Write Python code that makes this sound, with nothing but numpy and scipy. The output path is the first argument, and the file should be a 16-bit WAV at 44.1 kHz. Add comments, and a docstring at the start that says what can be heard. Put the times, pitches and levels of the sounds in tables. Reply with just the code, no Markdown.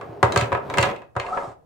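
"""Hollow knocks, clacks and short rattles are heard in a small room, with dragging and scraping between.
Short plastic pipes are set down on a wooden table and pushed together: each knock is a noisy crack plus
dying sines for the ringing pipes. Soft thumps ring the tabletop, and fading bounces make the chatter.
Dragging and scraping are filtered clicks, with gliding, rough tones where the plastic judders.
An echoing tail of fading noise makes the room, over a quiet background noise."""
import sys
import numpy as np
from scipy import signal
from scipy.fft import rfft, irfft
from scipy.io import wavfile
from scipy.ndimage import uniform_filter1d

SR = 44100
rng = np.random.default_rng(int(sys.argv[2]) if len(sys.argv) > 2 else 0)


def waveform_to_disk(signal):
    """Save audio, clipped to [-1, 1], as 16-bit WAV at the path in sys.argv[1]."""
    frames = np.transpose(np.atleast_2d(signal))
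    scaled = np.clip(frames, -1, 1) * 32767
    samples = np.round(scaled).astype(np.int16)
    wavfile.write(sys.argv[1], SR, samples)


N = 72765

# Colour of the background noise. Each row: frequency in Hz, relative level in dB.
FLOOR_COLOUR = [(25, -5), (110, 9.5), (230, -2), (600, 3), (2000, -27.5), (14000, -36.5)]
# How long the room rings. Each row: frequency in Hz, time to fade by 60 dB in seconds.
ROOM_FADE_TIMES = [(1300, 0.3), (4500, 0.2)]
# Strength of the room tail. Each row: frequency in Hz, level in dB.
ROOM_LEVELS = [(100, -26), (380, -2.5), (3000, -3.5), (8000, -6.5)]
# How alike left and right are in the room tail. Each row: frequency in Hz, likeness from -1 to 1.
ROOM_SIDE_LIKENESS = [(140, -0.16), (330, -0.13)]
# One pipe dragged over the wood. Each row: time in seconds, level in dB.
DRAG_LEVELS = [(0, -39.5), (.2, -43), (.33, -28), (.62, -41), (.72, -32), (.9, -29.5), (.98, -44),
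               (1.08, -59)]
# Colour of the dragging. Each row: frequency in Hz, relative level in dB.
DRAG_COLOUR = [(40, -20), (100, 5.5), (220, -2), (420, 3), (800, -1), (2600, -25), (9000, -44.5)]
# Both pipes scraping along. Each row: time in seconds, level in dB.
SCRAPE_LEVELS = [(1.16, -64.5), (1.2, -40.5), (1.37, -34), (1.46, -38), (1.525, -46), (1.56, -68)]
# Colour of the scraping. Each row: frequency in Hz, relative level in dB.
SCRAPE_COLOUR = [(100, -1.5), (350, 3), (720, 11), (1300, -2), (2800, -19.5), (8500, -24.5), (11500, -41)]
# Juddering plastic, one list for each tone. Each row: time in seconds, pitch in Hz, level in dB.
JUDDER_TONES = [
    [(.01, 1250, -38), (.075, 715, -49), (.2, 691, -47.5)],
    [(.1, 291.2, -32), (.16, 407.6, -42.5), (.21, 406, -45)],
    [(1.22, 640, -45), (1.35, 755.3, -23.5), (1.47, 683, -52)],
    [(1.215, 830, -41), (1.335, 1312, -29), (1.48, 1249, -42.5)],
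]
# Weight lands on the tabletop. Each row: start in seconds, relative level in dB.
THUDS = [(0.088, -38.5), (0.231, -18), (0.3645, -20.5), (0.416, -22.5), (0.524, -27.5), (0.786, -20),
         (1.16, -27.5), (1.471, -40)]
# Ways the tabletop rings. Each row: frequency in Hz, level in dB, time to fade by 60 dB in seconds.
TABLE_MODES = [(81.5, -10.5, 0.23), (116.8, -2, 0.18), (172, -2.5, 0.041)]
# The pipes chatter as they settle. Each row: start in seconds, length in seconds, relative first level in dB.
CHATTERS = [(0.385, .08, -19.5), (0.835, 0.084, -20.5)]
# Ways the pipes ring. Each row: middle frequency in Hz, relative level in dB, 60 dB fade time in seconds.
PIPE_MODES = [(387.7, -6, 0.11), (479.2, -10, 0.21), (561.5, -3, 0.14), (668, -3, 0.071),
              (739, -4.5, 0.091), (933, -4, 0.14), (983.5, 2.5, 0.056), (1169.4, 2, 0.039),
              (1304, -7, 0.12), (1640, -7.5, 0.17), (2072, -10, 0.12), (2538, -14.5, 0.29)]
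# Colour shared by all contacts. Each row: frequency in Hz, relative level in dB.
CONTACT_COLOUR = [(240, -4), (430, 1.5), (2000, 2), (5600, -10), (7300, -7.5), (9500, -13.5),
                  (11500, -40.5), (15000, -21)]
# Pipe meets pipe or table. Each row: start in seconds, relative levels of the hollow body, the clack
# and the tick in dB, pitch of the struck wall in Hz.
KNOCKS = [(0.012, -28, -35, -44.5, 1495), (0.2288, -3, -14, -18, 1257), (0.3222, -25, -23, -23, 4015),
          (0.3605, -7.5, -14.5, -17, 1585), (0.3745, -24, -15.5, -14.5, 4310),
          (0.4105, -20.5, -18, -21, 2595), (0.5195, -11.5, -30, -40, 2420),
          (0.5268, -16, -20.5, -34.5, 1650), (0.549, -15.5, -22.5, -41.5, 1700),
          (0.5745, -18.5, -44, -48, 1650), (0.6998, -22.5, -27.5, -35, 3810),
          (0.7395, -19, -23, -29.5, 2180), (0.773, -13, -20.5, -24.5, 2100), (0.7835, -9, -10, -13.5, 2688),
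          (0.8088, -22, -29, -29.5, 4400), (0.8133, -20.5, -24, -25, 4530),
          (0.8268, -17, -11.5, -15.5, 2756), (0.8305, -12.5, -13.5, -25, 4030),
          (0.9615, -49, -32.5, -44.5, 2655), (1.019, -36.5, -42, -53.5, 1620),
          (1.153, -32.5, -52, -54, 1240), (1.1645, -14, -29.5, -35.5, 1217), (1.1985, -26, -17, -32, 4280),
          (1.2648, -29.5, -29.5, -45, 2715), (1.3725, -17, -28, -48.5, 1663)]

TIME = np.arange(N) / SR  # seconds
PULSE_SIZE = 2048  # samples
BODY_HZ, CLACK_HZ, TICK_HZ = 1245, 2473, 6130  # where the three knock levels apply

FLOOR_DB = -57
ROOM_BUILD_S = 0.0031  # time scale on which the room tail swells in
GRAINS_PER_S, GRAIN_SPREAD_DB, RUB_LIKENESS = 2200, 0.5, 0.91
JUDDER_WIDTH_HZ, JUDDER_EDGE_S = 47, 0.0096  # fastest roughness; fade at both ends
THUD_DB, PUSH_S = 8, 0.0022  # added to every thud; a push peaks after a quarter of PUSH_S

CHATTER_PER_S, CHATTER_FADE_DB = 90, 12  # average bounce rate; drop over one run
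CHATTER_CLACK_DB, CHATTER_TICK_DB = -3.5, -15  # compared with the body level
RING_DB, STRIKE_SPREAD_DB = -11.5, 1  # added to every pipe mode; its random spread
GRIP_DETUNE = 0.0078  # typical share by which the hand's hold shifts a mode from knock to knock
WALL_DB, WALL_T60_S = -3, 0.029  # level of a wall tone at CLACK_HZ; its 60 dB fade time
WALL_OVERTONE, WALL_OVERTONE_DB = 1.58, -1.5  # compared with the wall tone
CRACK_DB, CRACK_T60_S, CRACK_LIKENESS = 27, 0.052, 0.17
SNAP_ABOVE_HZ, SNAP_T60_S = 3360, 0.019  # the treble of a crack dies sooner


def from_db(db):
    """Turn decibels into a gain."""
    return 10 ** (np.asarray(db) / 20)


def rms_one(x):
    """Scale a sound so that its average strength (rms) is 1."""
    return x / np.sqrt(np.mean(x ** 2) + 1e-20)


def at_hz(points, hz):
    """Read a table between its rows, on a log-frequency axis."""
    table_hz, values = np.transpose(points)
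    return np.interp(np.log(np.maximum(hz, 1)), np.log(table_hz), values)


def through(x, response):
    """Pass a sound through an impulse response, the answer of a body or room to one click."""
    return signal.fftconvolve(np.atleast_2d(x), np.atleast_2d(response), axes=-1)[:, :N]


def pulse(*colours):
    """Make a click that starts at once (minimum phase) and has the given colours, multiplied."""
    hz = np.arange(PULSE_SIZE // 2 + 1) * SR / PULSE_SIZE
    total_db = sum(at_hz(colour, hz) for colour in colours)
    cepstrum = irfft(np.log(from_db(total_db)))
    # Folding the second half onto the first packs the energy at the start.
    fold = np.r_[1, np.full(PULSE_SIZE // 2 - 1, 2), np.zeros(PULSE_SIZE // 2)]
    return irfft(np.exp(rfft(cepstrum * fold)))


def add(track, s, sound):
    """Mix a sound into a track at a time in seconds."""
    i = int(np.clip(s * SR, 0, N - 1))
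    track[..., i:i + sound.shape[-1]] += sound[..., :N - i]


def stereo(pair, likeness):
    """Turn two unrelated signals into left and right of a given likeness."""
    c = np.clip(likeness, -1, 1)
    middle = np.sqrt((1 + c) / 2) * pair[0]
    side = np.sqrt((1 - c) / 2) * pair[1]
    return middle + side * np.array([[1], [-1]])


def ringing(modes, size=N):
    """A struck body rings as a sum of dying sines, here of alternating sign."""
    t = TIME[:size]
    out = 0
    for k, (hz, db, t60) in enumerate(modes):
        fade = from_db(db - 60 * t / t60)
        out = out + (-1) ** k * fade * np.sin(2 * np.pi * hz * t)
    return out


def background():
    """A quiet, steady noise with a fixed colour."""
    noise = stereo(rng.standard_normal((2, N)), 0.09)
    return from_db(FLOOR_DB) * rms_one(through(noise, pulse(FLOOR_COLOUR)))


def room():
    """Impulse response of the room: a diffuse noise tail that dies band by band."""
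    out = 0
    edges = 60 * 2 ** (np.arange(18) / 2)  # half-octave bands
    white = rng.standard_normal((2, 2, N))
    for k, (low, high) in enumerate(zip(edges, edges[1:])):
        hz = np.sqrt(low * high)
        band_filter = signal.butter(2, [low, high], "band", fs=SR, output="sos")
        band = signal.sosfilt(band_filter, white[k % 2])
        build = 1 - np.exp(-(TIME / ROOM_BUILD_S) ** 2)
        fade = from_db(-60 * TIME / at_hz(ROOM_FADE_TIMES, hz)) * build
        fade = fade / np.linalg.norm(fade)
        level = from_db(at_hz(ROOM_LEVELS, hz))
        out = out + level * stereo(band, at_hz(ROOM_SIDE_LIKENESS, hz)) * fade
    return out


def rub(levels, colour):
    """Sliding friction: a dense stream of tiny catches of uneven size."""
    luck = np.minimum(rng.exponential(1, (2, N)), 4)
    sizes = from_db(GRAIN_SPREAD_DB * luck) * rng.choice([-1, 1], (2, N))
    catches = rng.random((2, N)) < GRAINS_PER_S / SR
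    sound = through(stereo(sizes * catches, RUB_LIKENESS), pulse(colour))
    s, db = np.transpose(levels)
    return rms_one(sound) * from_db(np.interp(TIME, s, db, left=-100, right=-100))


def judder():
    """Stick and slip of a sliding pipe: rough, gliding tones, the high ones less steady."""
    out = 0
    smooth = signal.butter(2, JUDDER_WIDTH_HZ, fs=SR, output="sos")
    for rows in JUDDER_TONES:
        s, hz, db = np.transpose(rows)
        phase = 2 * np.pi * np.cumsum(np.interp(TIME, s, hz)) / SR
        edges = np.clip(np.minimum(TIME - s[0], s[-1] - TIME) / JUDDER_EDGE_S, 0, 1)
        level = from_db(np.interp(TIME, s, db)) * edges
        # Slow noise roughens the loudness (swell) and the phase (slip).
        swell, slip = rms_one(signal.sosfilt(smooth, rng.standard_normal((2, N))))
        rough_level = level * np.maximum(1 + swell, 0) / np.sqrt(2)
        out = out + rough_level * np.sin(phase + slip * hz.mean() / BODY_HZ)
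    return out


def tabletop():
    """Landing weight pushes softly into the low ringing modes of the table."""
    force = np.zeros(N)
    push = TIME * np.exp(-4 * TIME / PUSH_S)
    for s, db in THUDS:
        add(force, s, from_db(db + THUD_DB) * push / push.sum())
    low_cut = signal.butter(2, 55, "high", fs=SR, output="sos")
    return signal.sosfilt(low_cut, through(force, ringing(TABLE_MODES)))


def chatter():
    """Settling pipes make uneven, fading runs of small bounces, given as rows like the knocks."""
    rows = []
    for s, length, db in CHATTERS:
        for k, (slip, luck, spot) in enumerate(rng.uniform(-1, 1, (30, 3))):
            age = (k + .5 + slip / 2) / CHATTER_PER_S
            if age >= length:
                continue
            body = db - CHATTER_FADE_DB * age / length + 4 * luck
            wall_hz = CLACK_HZ * 2 ** (spot + .5)
            rows.append((s + age, body, body + CHATTER_CLACK_DB, body + CHATTER_TICK_DB, wall_hz))
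    return rows


def crack():
    """Many heavily damped modes of one contact, evened in spectrum: a woody burst and a brief snap."""
    burst = 0
    for kind, t60 in ("low", CRACK_T60_S), ("high", SNAP_T60_S):
        fade = from_db(-60 * TIME[:PULSE_SIZE] / t60)
        white = rng.standard_normal((2, PULSE_SIZE)) * fade / np.linalg.norm(fade)
        split = signal.butter(2, SNAP_ABOVE_HZ, kind, fs=SR, output="sos")
        burst = burst + signal.sosfilt(split, white)
    spectrum = rfft(burst)
    nearby_power = uniform_filter1d(abs(spectrum) ** 2, size=31)
    even = irfft(spectrum / np.sqrt(nearby_power))
    return stereo(even[:, :PULSE_SIZE // 2], CRACK_LIKENESS)


def pipe_ring(wall_hz):
    """The pipes' modes, weighted anew by where they are struck, and the wall's short ring at that spot."""
    luck = rng.normal(0, 1, len(PIPE_MODES)) * STRIKE_SPREAD_DB + RING_DB
    modes = []
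    for (hz, db, t60), more in zip(PIPE_MODES, luck):
        modes.append((hz * rng.normal(1, GRIP_DETUNE), db + more, t60))
    wall_db = WALL_DB + 20 * np.log10(wall_hz / CLACK_HZ)  # high wall tones ring out more
    modes.append((wall_hz, wall_db, WALL_T60_S))
    modes.append((wall_hz * WALL_OVERTONE, wall_db + WALL_OVERTONE_DB, WALL_T60_S))
    return ringing(modes, size=SR // 4)


def knocks():
    """Every contact gives a crack and sets the pipes ringing."""
    out = np.zeros((2, N))
    for s, body, clack, tick, wall_hz in list(KNOCKS) + chatter():
        blow = pulse(CONTACT_COLOUR, [(BODY_HZ, body), (CLACK_HZ, clack), (TICK_HZ, tick)])
        add(out, s, through(blow, pipe_ring(wall_hz)))
        add(out, s, from_db(CRACK_DB) * through(blow, crack()))
    return out


def scene():
    """Pipes and table in the room, over a quiet background."""
    quiet_noise = background()
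    tail = room()
    sliding = rub(DRAG_LEVELS, DRAG_COLOUR) + rub(SCRAPE_LEVELS, SCRAPE_COLOUR) + judder()
    direct = sliding + tabletop() + knocks()
    return direct + through(direct, tail) + quiet_noise


def record(dry):
    """The highest peaks are rounded and the top of the treble is cut."""
    rounded = dry / (1 + dry ** 4) ** (1 / 4)
    # From 16900 Hz up, everything is at least 60 dB down.
    top_cut = signal.cheby2(12, 60, 16900, fs=SR, output="sos")
    return signal.sosfilt(top_cut, rounded)


dry = scene()
out = record(dry)
waveform_to_disk(out)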